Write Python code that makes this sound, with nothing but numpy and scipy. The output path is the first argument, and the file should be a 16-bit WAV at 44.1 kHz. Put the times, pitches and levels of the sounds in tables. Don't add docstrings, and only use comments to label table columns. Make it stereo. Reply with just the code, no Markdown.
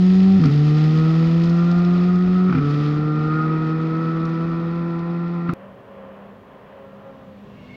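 import sys
import numpy as np
from scipy import signal
from scipy.fft import rfft, irfft, next_fast_len
from scipy.io import wavfile
from scipy.ndimage import uniform_filter1d

SR = 44100
rng = np.random.default_rng(int(sys.argv[2]) if len(sys.argv) > 2 else 0)


def put_to_file(sound):
    columns = np.atleast_2d(sound).T
    safe = np.clip(columns, -1, 1)
    whole_steps = np.round(safe * 32767)
    wavfile.write(sys.argv[1], SR, whole_steps.astype(np.int16))


N = 342201
T = np.arange(N) / SR
CUT_S = 5.537
TOP_HZ = 15800

# (start [s], end [s], firing rate from [Hz], to [Hz], boom from [dB], to [dB])
GEAR_PULLS = [(0, 0.37, 182, 193.6, -13, -11.5), (.46, 2.5, 143.6, 184.4, -15, -16),
              (2.6, 5.48, 143.6, 171.8, -20, -24.5)]
# (start [s], end [s], level [dB])
IGNITION_CUTS = [(0.395, 0.417, -9), (0.461, 0.499, -5), (2.516, 2.608, -4.5), (5.511, 5.565, -1.5)]
# (frequency [Hz], level [dB])
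PIPE_RESPONSE = [(290, -25.7), (320, -27), (345, -29.5), (380, -29.5), (440, -34.5), (475, -35), (510, -39),
                 (543, -49), (580, -45)]
# (multiple of firing rate, level against harmonic 2 [dB])
UNEVEN_CYLINDERS = [(1.25, -18.5), (1.5, -11.5), (1.751, -27.5), (2.25, -24), (2.5, -23.5), (2.749, -32.5)]
# (centre [Hz], width [Hz], relative level [dB])
GROWL_MODES = [(709, 100, 3), (770, 25, 5.5), (910, 210, -10.5), (1008, 110, -3)]
# (firing rate [Hz], level [dB])
GROWL_BY_REVS = [(143, -46), (152, -41.5), (163, -41.5), (170, -38.5), (177, -38), (185, -44.5), (191, -36),
                 (194, -43)]
# (centre [Hz], width [Hz], relative level [dB])
RASP_MODES = [(1249, 130, 5), (1374, 60, 0), (1840, 120, -18), (2460, 360, -26.5)]
# (time [s], level [dB])
RASP_LEVELS = [
    [(0.53, -47), (1.088, -36), (1.34, -42), (1.728, -36), (2.2, -38.5), (2.212, -39), (2.46, -36)],
    [(2.63, -36), (3.07, -35.5), (3.39, -28.5), (3.84, -36.5), (3.95, -33.5), (5.29, -45), (5.46, -42.5)],
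]
# (frequency [Hz], relative level [dB])
GAS_LOW_OUTLINE = [(40, -41.5), (90, -19.5), (130, 2.5), (190, 5.5), (270, -0.5), (340, 4), (400, -2),
                   (480, -2), (580, -7.5), (1000, -63), (4000, -80.5)]
# (frequency [Hz], relative level [dB])
GAS_HIGH_OUTLINE = [(400, -32), (600, -2.5), (750, 1.5), (900, -5), (1100, 0), (1300, 5), (1430, 3),
                    (1570, -12.5), (1860, -2), (2150, -11.5), (2550, -9), (2850, -25.5), (4500, -25.5),
                    (8000, -57)]
# (time [s], centre [Hz])
GROUND_NOTCH = [(0, 920), (3.3, 859), (3.7, 733), (5.5, 699.5)]
# (frequency [Hz], relative level [dB])
GRAVEL_OUTLINE = [(300, -4.5), (700, 4), (1500, -3.5), (1900, 5.5), (2200, -0.5), (2550, 2.5), (2780, -0.5),
                  (3100, -0.5), (5100, -3.5), (6000, -13.5), (6600, -15), (8300, -30.5), (10000, -36.5),
                  (15000, -33.5)]
# (time of peak [s], length [s], gain [dB])
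WHEEL_SPINS = [(1.099, 0.5, 2.5), (2.811, 0.14, 4.5)]
# (time [s], relative level [dB], ring [Hz])
STONE_STRIKES = [(.439, -30, 4000), (.456, -28, 4539), (.975, -38, 4340), (1.436, -30, 4740),
                 (1.456, -37, 4200), (1.496, -34.5, 5000), (1.714, -30.5, 4600), (1.848, -33, 4308),
                 (2.156, -38.5, 5380), (2.740, -30.5, 2600), (3.158, -43, 4300), (4.253, -38.5, 4752),
                 (4.293, -43, 5195), (4.992, -44.5, 4540)]
# (time [s], relative thump level [dB], relative crack level [dB])
EXHAUST_BANGS = [(0.401, -15, -37.5), (.438, -21.5, -22.5), (.450, -17, -32.5), (.458, -16, -29.5),
                 (.472, -12.5, -33.5), (0.485, -18.5, -30.5), (2.496, -19.5, -25), (2.525, -20, -19),
                 (2.549, -15, -21), (2.572, -16, -29), (2.583, -16.5, -26.5), (5.491, -21.5, -22),
                 (5.5344, -19, -33)]
# (frequency [Hz], 60 dB decay [s], relative level [dB])
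THUMP_MODES = [(150.7, 0.11, 4), (254, 0.081, 3.5), (339, 0.023, -16.5)]
# (frequency [Hz], relative level [dB])
CRACK_OUTLINE = [(400, -19), (1000, -11.5), (1320, 6), (1650, -11), (2400, -10.5), (3300, -27),
                 (5200, -29.5), (8000, -55.5), (14000, -62)]
# (frequency [Hz], gain [dB])
FOREST_PATH = [(400, -0.5), (1300, -0.5), (1580, 0.5), (1850, 1.5), (2500, 1.5), (2900, 0), (3600, 2),
               (4600, -1.5), (6000, -3.5), (9000, -10)]
# (frequency [Hz], gain [dB])
LEFT_SHADE = [(60, -4.5), (170, -20.5), (280, -22), (470, -41.5), (780, -33.5), (1300, -37.5), (6000, -50)]
# (frequency [Hz], relative level [dB])
BUFFET_OUTLINE = [(15, -12), (30, -1.5), (65, 4), (100, 4.5), (170, -8), (400, -19.5), (1500, -52.5),
                  (6000, -86)]
# (time [s], firing rate [Hz], reference level of the overtones [dB])
COMING_ENGINE = [(5.54, 269, -48), (5.82, 281, -50), (6.04, 268, -43.5), (6.45, 268, -57.5),
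                 (6.8, 272, -46.5), (7.08, 272, -42.5), (7.42, 260, -52), (7.58, 253, -54),
                 (7.76, 249, -67)]
# (frequency [Hz], relative level [dB])
RUMBLE_OUTLINE = [(20, -27), (50, -12.5), (100, -2), (160, -1.5), (220, 0), (330, -11), (600, -20),
                  (2000, -71)]
# (frequency [Hz], relative level [dB])
ROAR_OUTLINE = [(250, -29), (350, -10), (430, -1), (600, 2), (750, -6), (900, -6.5), (1060, -2.5),
                (1270, -11.5), (1850, -13), (2100, -19.5), (2850, -22), (3400, -26.5), (4200, -76)]
# (frequency [Hz], relative level [dB])
RUSH_OUTLINE = [(1000, 10.5), (2000, 8), (2750, 8.5), (3500, 6), (4400, -0.5), (5500, -6.5), (7500, -13),
                (9000, -31), (15000, -23)]

PULL_S = 2.15
WANDER_HZ, WANDER_PER_S = .7, 14
LOPE_DB, LOPE_FROM_HZ, LOPE_DB_PER_HZ = -34, 180, 0.87
BEND_S, BEND_DB_PER_S = 4.14, -3.5
SPRAY_DB, SPRAY_DB_PER_S = -40, -2.5
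WAKE_DB, WAKE_FALL_DB, WAKE_S = -33.5, -16.5, 5.36
GUST_S, GUST_LENGTH_S, GUST_DB = 4.47, .06, 11
FAR_HZ, FAR_HZ_PER_S, FAR_DB, FAR_UPPER_DB = 196.2, 2.7, -47, -56
FAR_DIP_S, FAR_DIP_LENGTH_S, FAR_DIP_DB = 6.56, 0.2, -13
COMING_BOOM_DB, COMING_BOOM_RISE_DB = -58, 9
NEAR_S, APPROACH_S = 7.79, 0.41
ROAR_DB, ROAR_FALL_DB = -46, -6.5
RUSH_DB, RUSH_RISE_DB = -64, 11.5
SWISH_S, SWISH_ATTACK_S, SWISH_DB = 7.32, 0.27, -60
WHINE_S, WHINE_ATTACK_S, WHINE_DB, WHINE_HZ, WHINE_SAG_HZ = 7.47, 0.24, -52, 2290, 135
WHISTLE_S, WHISTLE_ATTACK_S, WHISTLE_DB, WHISTLE_HZ, WHISTLE_SAG_HZ = 6.9, .15, -87, 6170, 1000


def undb(db):
    return 10 ** (np.asarray(db) / 20)


def unit(x):
    return x / np.sqrt(np.mean(x ** 2))


def curves(rows):
    s, *columns = np.transpose(rows)
    return [np.interp(T, s, c) for c in columns]


def colour(x, points):
    hz, db = np.transpose(points)
    size = next_fast_len(N + 4096)
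    f = np.arange(size // 2 + 1) * SR / size
    gain = undb(np.interp(np.log(f + 1), np.log(hz), db))
    return irfft(rfft(x, size) * gain, size)[:N]


def noise(points, grain=1):
    return unit(colour(rng.standard_normal(N) * grain, points))


def spread(points, width):
    sides = np.array([[1], [-1]])
    return noise(points) + width * sides * noise(points)


def walk(rate):
    k = max(int(SR / rate), 1)
    steps = np.repeat(rng.standard_normal(N // k + 1), k)[:N]
    return 1.38 * uniform_filter1d(uniform_filter1d(steps, k), k)


def turn(hz):
    return 2 * np.pi * np.cumsum(hz) / SR


def line(phase, flutter, rate):
    in_phase = (1 + flutter * walk(rate)) * np.sin(phase)
    quadrature = flutter * walk(rate) * np.cos(phase)
    return np.sqrt(2 / (1 + 2 * flutter ** 2)) * (in_phase + quadrature)


def add(out, s, sound):
    i = int(s * SR)
    out[i:i + len(sound)] += sound[:N - i]


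def fade(t, t60):
    return np.exp(-np.log(1000) * t / t60)


def hump(s, length):
    return np.exp(-((T - s) / length) ** 2)


def swell_in(s, attack):
    return np.clip((T - s) / attack, 0, 1) ** 2.5


def pulls():
    rows = []
    for start, end, from_hz, to_hz, from_db, to_db in GEAR_PULLS:
        s = np.linspace(start, end, 40)
        gained = np.expm1(-(s - start) / PULL_S) / np.expm1(-(end - start) / PULL_S)
        hz = from_hz + (to_hz - from_hz) * gained
        boom_db = from_db + (to_db - from_db) * gained
        rows += zip(s, hz, boom_db)
    return curves(rows)


def screened_db():
    return BEND_DB_PER_S * np.maximum(T - BEND_S, 0)


def pipe(hz, phase, modes, half_db, notch_hz, notch_width_hz=110):
    out, power = 0, 0
    centres = [m[0] for m in modes]
    lowest, highest = min(centres) - modes[0][1], max(centres) + modes[-1][1]
    for order in range(7, 32):
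        k = order / 2
        f = k * hz[::64]
        if f.max() < lowest or f.min() > highest:
            continue
        gain = sum(undb(db) / (1 + (2 * (f - centre) / width) ** 2) for centre, width, db in modes)
        gain *= 1 - .7 / (1 + ((f - notch_hz[::64]) / notch_width_hz) ** 2)
        gain = np.repeat(gain, 64)[:N] * undb(half_db * (order % 2))
        out = out + gain * line(k * phase + rng.uniform(0, 2 * np.pi), flutter=.17, rate=45)
        power = power + gain ** 2
    return out / np.sqrt(power)


def exhaust():
    hz, first_db = pulls()
    notch_hz, = curves(GROUND_NOTCH)
    lope_db = LOPE_DB + LOPE_DB_PER_HZ * np.maximum(hz - LOPE_FROM_HZ, 0)
    pipe_hz, pipe_db = np.transpose(PIPE_RESPONSE)
    second_db = np.interp(2 * hz, pipe_hz, pipe_db) + screened_db()
    third_db = np.interp(3 * hz, pipe_hz, pipe_db) + screened_db()
    growl_db = np.interp(hz, *np.transpose(GROWL_BY_REVS))
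    rasp_db, = curves(np.vstack(RASP_LEVELS))

    wander_hz = WANDER_HZ * T / CUT_S * walk(WANDER_PER_S)
    phase = turn(hz + wander_hz) + 0.038 * walk(40)
    boom = undb(first_db) * line(phase, flutter=0.04, rate=45)
    boom += undb(first_db + lope_db) * line(phase / 2, flutter=.3, rate=23)
    boom += undb(second_db - .5) * line(2 * phase + np.pi / 2, flutter=0.099, rate=46)
    boom -= undb(third_db - 0.4) * line(3 * phase, flutter=0.22, rate=40)
    uneven = sum(undb(db) * line(k * phase, flutter=0.36, rate=20) for k, db in UNEVEN_CYLINDERS)
    boom += undb(second_db + 0.2) * uneven

    growl = undb(growl_db - 3.5) * pipe(hz, phase, GROWL_MODES, half_db=-10.5, notch_hz=notch_hz)
    rasp_gain = undb(rasp_db - 0.66 + 1.1 * walk(18))
    rasp = rasp_gain * pipe(hz, phase, RASP_MODES, half_db=-11, notch_hz=notch_hz)

    puffs = 1 + 0.46 * np.sin(phase)
    gas_high_db = growl_db + 0.52 * (rasp_db - growl_db) - 2.5
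    gas = undb(second_db - 9) * noise(GAS_LOW_OUTLINE, puffs)
    gas += undb(gas_high_db) * noise(GAS_HIGH_OUTLINE, puffs)

    ignition_db = sum(db * ((T > start) & (T < end)) for start, end, db in IGNITION_CUTS)
    ignition = uniform_filter1d(uniform_filter1d(undb(ignition_db), size=200), size=200)
    return boom * ignition, (growl + rasp) * ignition + gas


def gravel():
    spray_db = SPRAY_DB + SPRAY_DB_PER_S * T + 0.67 * screened_db()
    spray_db += sum(db * hump(s, length) for s, length, db in WHEEL_SPINS)
    sizes = np.minimum(rng.exponential(size=N // 40 + 1), 4)
    grains = undb(2.2 * np.repeat(sizes, 40)[:N])
    spray = undb(spray_db + 0.99 * walk(25)) * noise(GRAVEL_OUTLINE, grains)

    t = T[:SR // 20]
    ticks = np.zeros(N)
    for s, db, hz in STONE_STRIKES:
        band = signal.butter(2, [.7 * hz, 1.21 * hz], "band", fs=SR, output="sos")
        ring = unit(signal.sosfilt(band, rng.standard_normal(len(t))))
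        add(ticks, s, undb(db) * ring * fade(t, t60=0.038))
    return spray + undb(-4.0) * colour(ticks, [(5500, -1.0), (9000, -11)])


def bangs():
    t = T[:SR // 5]
    swell = 1 - np.exp(-(t / 0.0024) ** 2)
    modes = sum(undb(db) * np.sin(2 * np.pi * hz * t) * fade(t, t60) for hz, t60, db in THUMP_MODES)
    ring = swell * modes
    thumps, bursts = np.zeros(N), np.zeros(N)
    for s, thump_db, crack_db in EXHAUST_BANGS:
        add(thumps, s - .004, undb(thump_db) * ring)
        add(bursts, s, undb(crack_db) * fade(t, t60=0.066))
    thumps = colour(thumps, [(40, -8.5), (110, -0.5), (400, 2.5), (1200, -25.5)])
    cracks = undb(11.5) * colour(bursts * rng.standard_normal(N), CRACK_OUTLINE)
    return thumps, cracks


def forest(x, t60):
    t = T[:SR]
    tail = rng.standard_normal(SR) * fade(t, t60) * (1 - np.exp(-t / 0.026))
    return signal.fftconvolve(x, tail / np.sqrt(np.sum(tail ** 2)))[:N]


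def buffeting():
    air_db = WAKE_DB + WAKE_FALL_DB * (T / WAKE_S) ** 2 + GUST_DB * hump(GUST_S, GUST_LENGTH_S)
    eddies = undb(air_db + 3 * walk(16))
    return np.array([undb(db) * eddies * noise(BUFFET_OUTLINE) for db in (-2, -6)])


def leaving_car():
    boom, bark = exhaust()
    thumps, cracks = bangs()
    bright = bark + cracks + gravel()
    away = np.minimum(T / CUT_S, 1)
    bright = (1 - away) * bright + away * colour(bright, FOREST_PATH)
    right = undb(6.0) * (boom + thumps + bright) + undb(-3.0) * forest(bright + thumps, t60=1.0)

    echo_outline = [(100, -17.0), (170, -14.5), (480, 2), (1000, -2.5), (2000, -3.5), (6000, -14.5)]
    echo = forest(colour(right, echo_outline), t60=0.91)
    shaded = np.roll(colour(right, LEFT_SHADE), 2)
    left = shaded + undb(-33 + 3.2 * T) * echo
    return np.array([left, right]) + buffeting()


def faint_hiss():
    return undb(-75.0) * spread([(1000, 0.5), (9000, -1.0), (14000, 3.5)], width=.9)


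def distant_engine(hz, first_db, upper_db, overtones, flutter):
    phase = turn(hz)
    upper = sum(undb(db) * line(k * phase, flutter, rate=18) for k, db in overtones)
    return undb(first_db) * line(phase, flutter, rate=12) + undb(upper_db) * upper


def far_engines(near):
    far_hz = FAR_HZ + FAR_HZ_PER_S * (T - CUT_S)
    far_db = FAR_DB + FAR_DIP_DB * hump(FAR_DIP_S, FAR_DIP_LENGTH_S)
    far_overtones = [(2, 0.0), (3, -10.0), (5, -22)]
    far = distant_engine(far_hz, far_db, FAR_UPPER_DB, far_overtones, flutter=0.57)

    coming_hz, upper_db = curves(COMING_ENGINE)
    boom_db = COMING_BOOM_DB + COMING_BOOM_RISE_DB * near
    coming_overtones = [(2, 0.5), (3, -15.5), (4, -21), (4.5, -18.0), (5, -18.5)]
    return far + distant_engine(coming_hz, boom_db, upper_db, coming_overtones, flutter=0.34)


def whistle_and_whine(near):
    whistle_gain = undb(WHISTLE_DB + 4 * walk(8)) * swell_in(WHISTLE_S, WHISTLE_ATTACK_S)
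    whistle = whistle_gain * line(turn(WHISTLE_HZ - WHISTLE_SAG_HZ * near), flutter=.6, rate=70)
    phase = turn((WHINE_HZ - WHINE_SAG_HZ * near) * (1 + 0.016 * walk(300)))
    tone = line(phase, flutter=0.7, rate=110) + undb(-18) * line(2 * phase, flutter=.7, rate=90)
    return whistle + undb(WHINE_DB) * swell_in(WHINE_S, WHINE_ATTACK_S) * tone


def empty_road():
    near = np.exp((T - NEAR_S) / APPROACH_S)
    roar_db = ROAR_DB + ROAR_FALL_DB * near
    rush_db = RUSH_DB + RUSH_RISE_DB * near
    rumble_db = 0.38 * rush_db - 25.82 + 1.5 * walk(4.24)
    rumble = undb(rumble_db) * spread(RUMBLE_OUTLINE, width=0.098)
    roar = undb(roar_db + walk(12)) * spread(ROAR_OUTLINE, width=0.59)
    rush = undb(rush_db) * spread(RUSH_OUTLINE, width=0.79)
    swish_outline = [(2200, -26), (2600, -2), (2800, 1), (3200, -25), (6000, -50)]
    swish = undb(SWISH_DB) * swell_in(SWISH_S, SWISH_ATTACK_S) * spread(swish_outline, width=.5)
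    balance = undb([[-1], [.8]])
    return far_engines(near) + rumble + (roar + rush + swish + whistle_and_whine(near)) * balance


def scene():
    return np.where(T < CUT_S, leaving_car(), empty_road()) + faint_hiss()


def record(dry):
    rounded = dry / (1 + (dry / .95) ** 8) ** (1 / 8)
    return signal.sosfilt(signal.ellip(8, .2, 70, TOP_HZ, fs=SR, output="sos"), rounded)


dry = scene()
out = record(dry)
put_to_file(out)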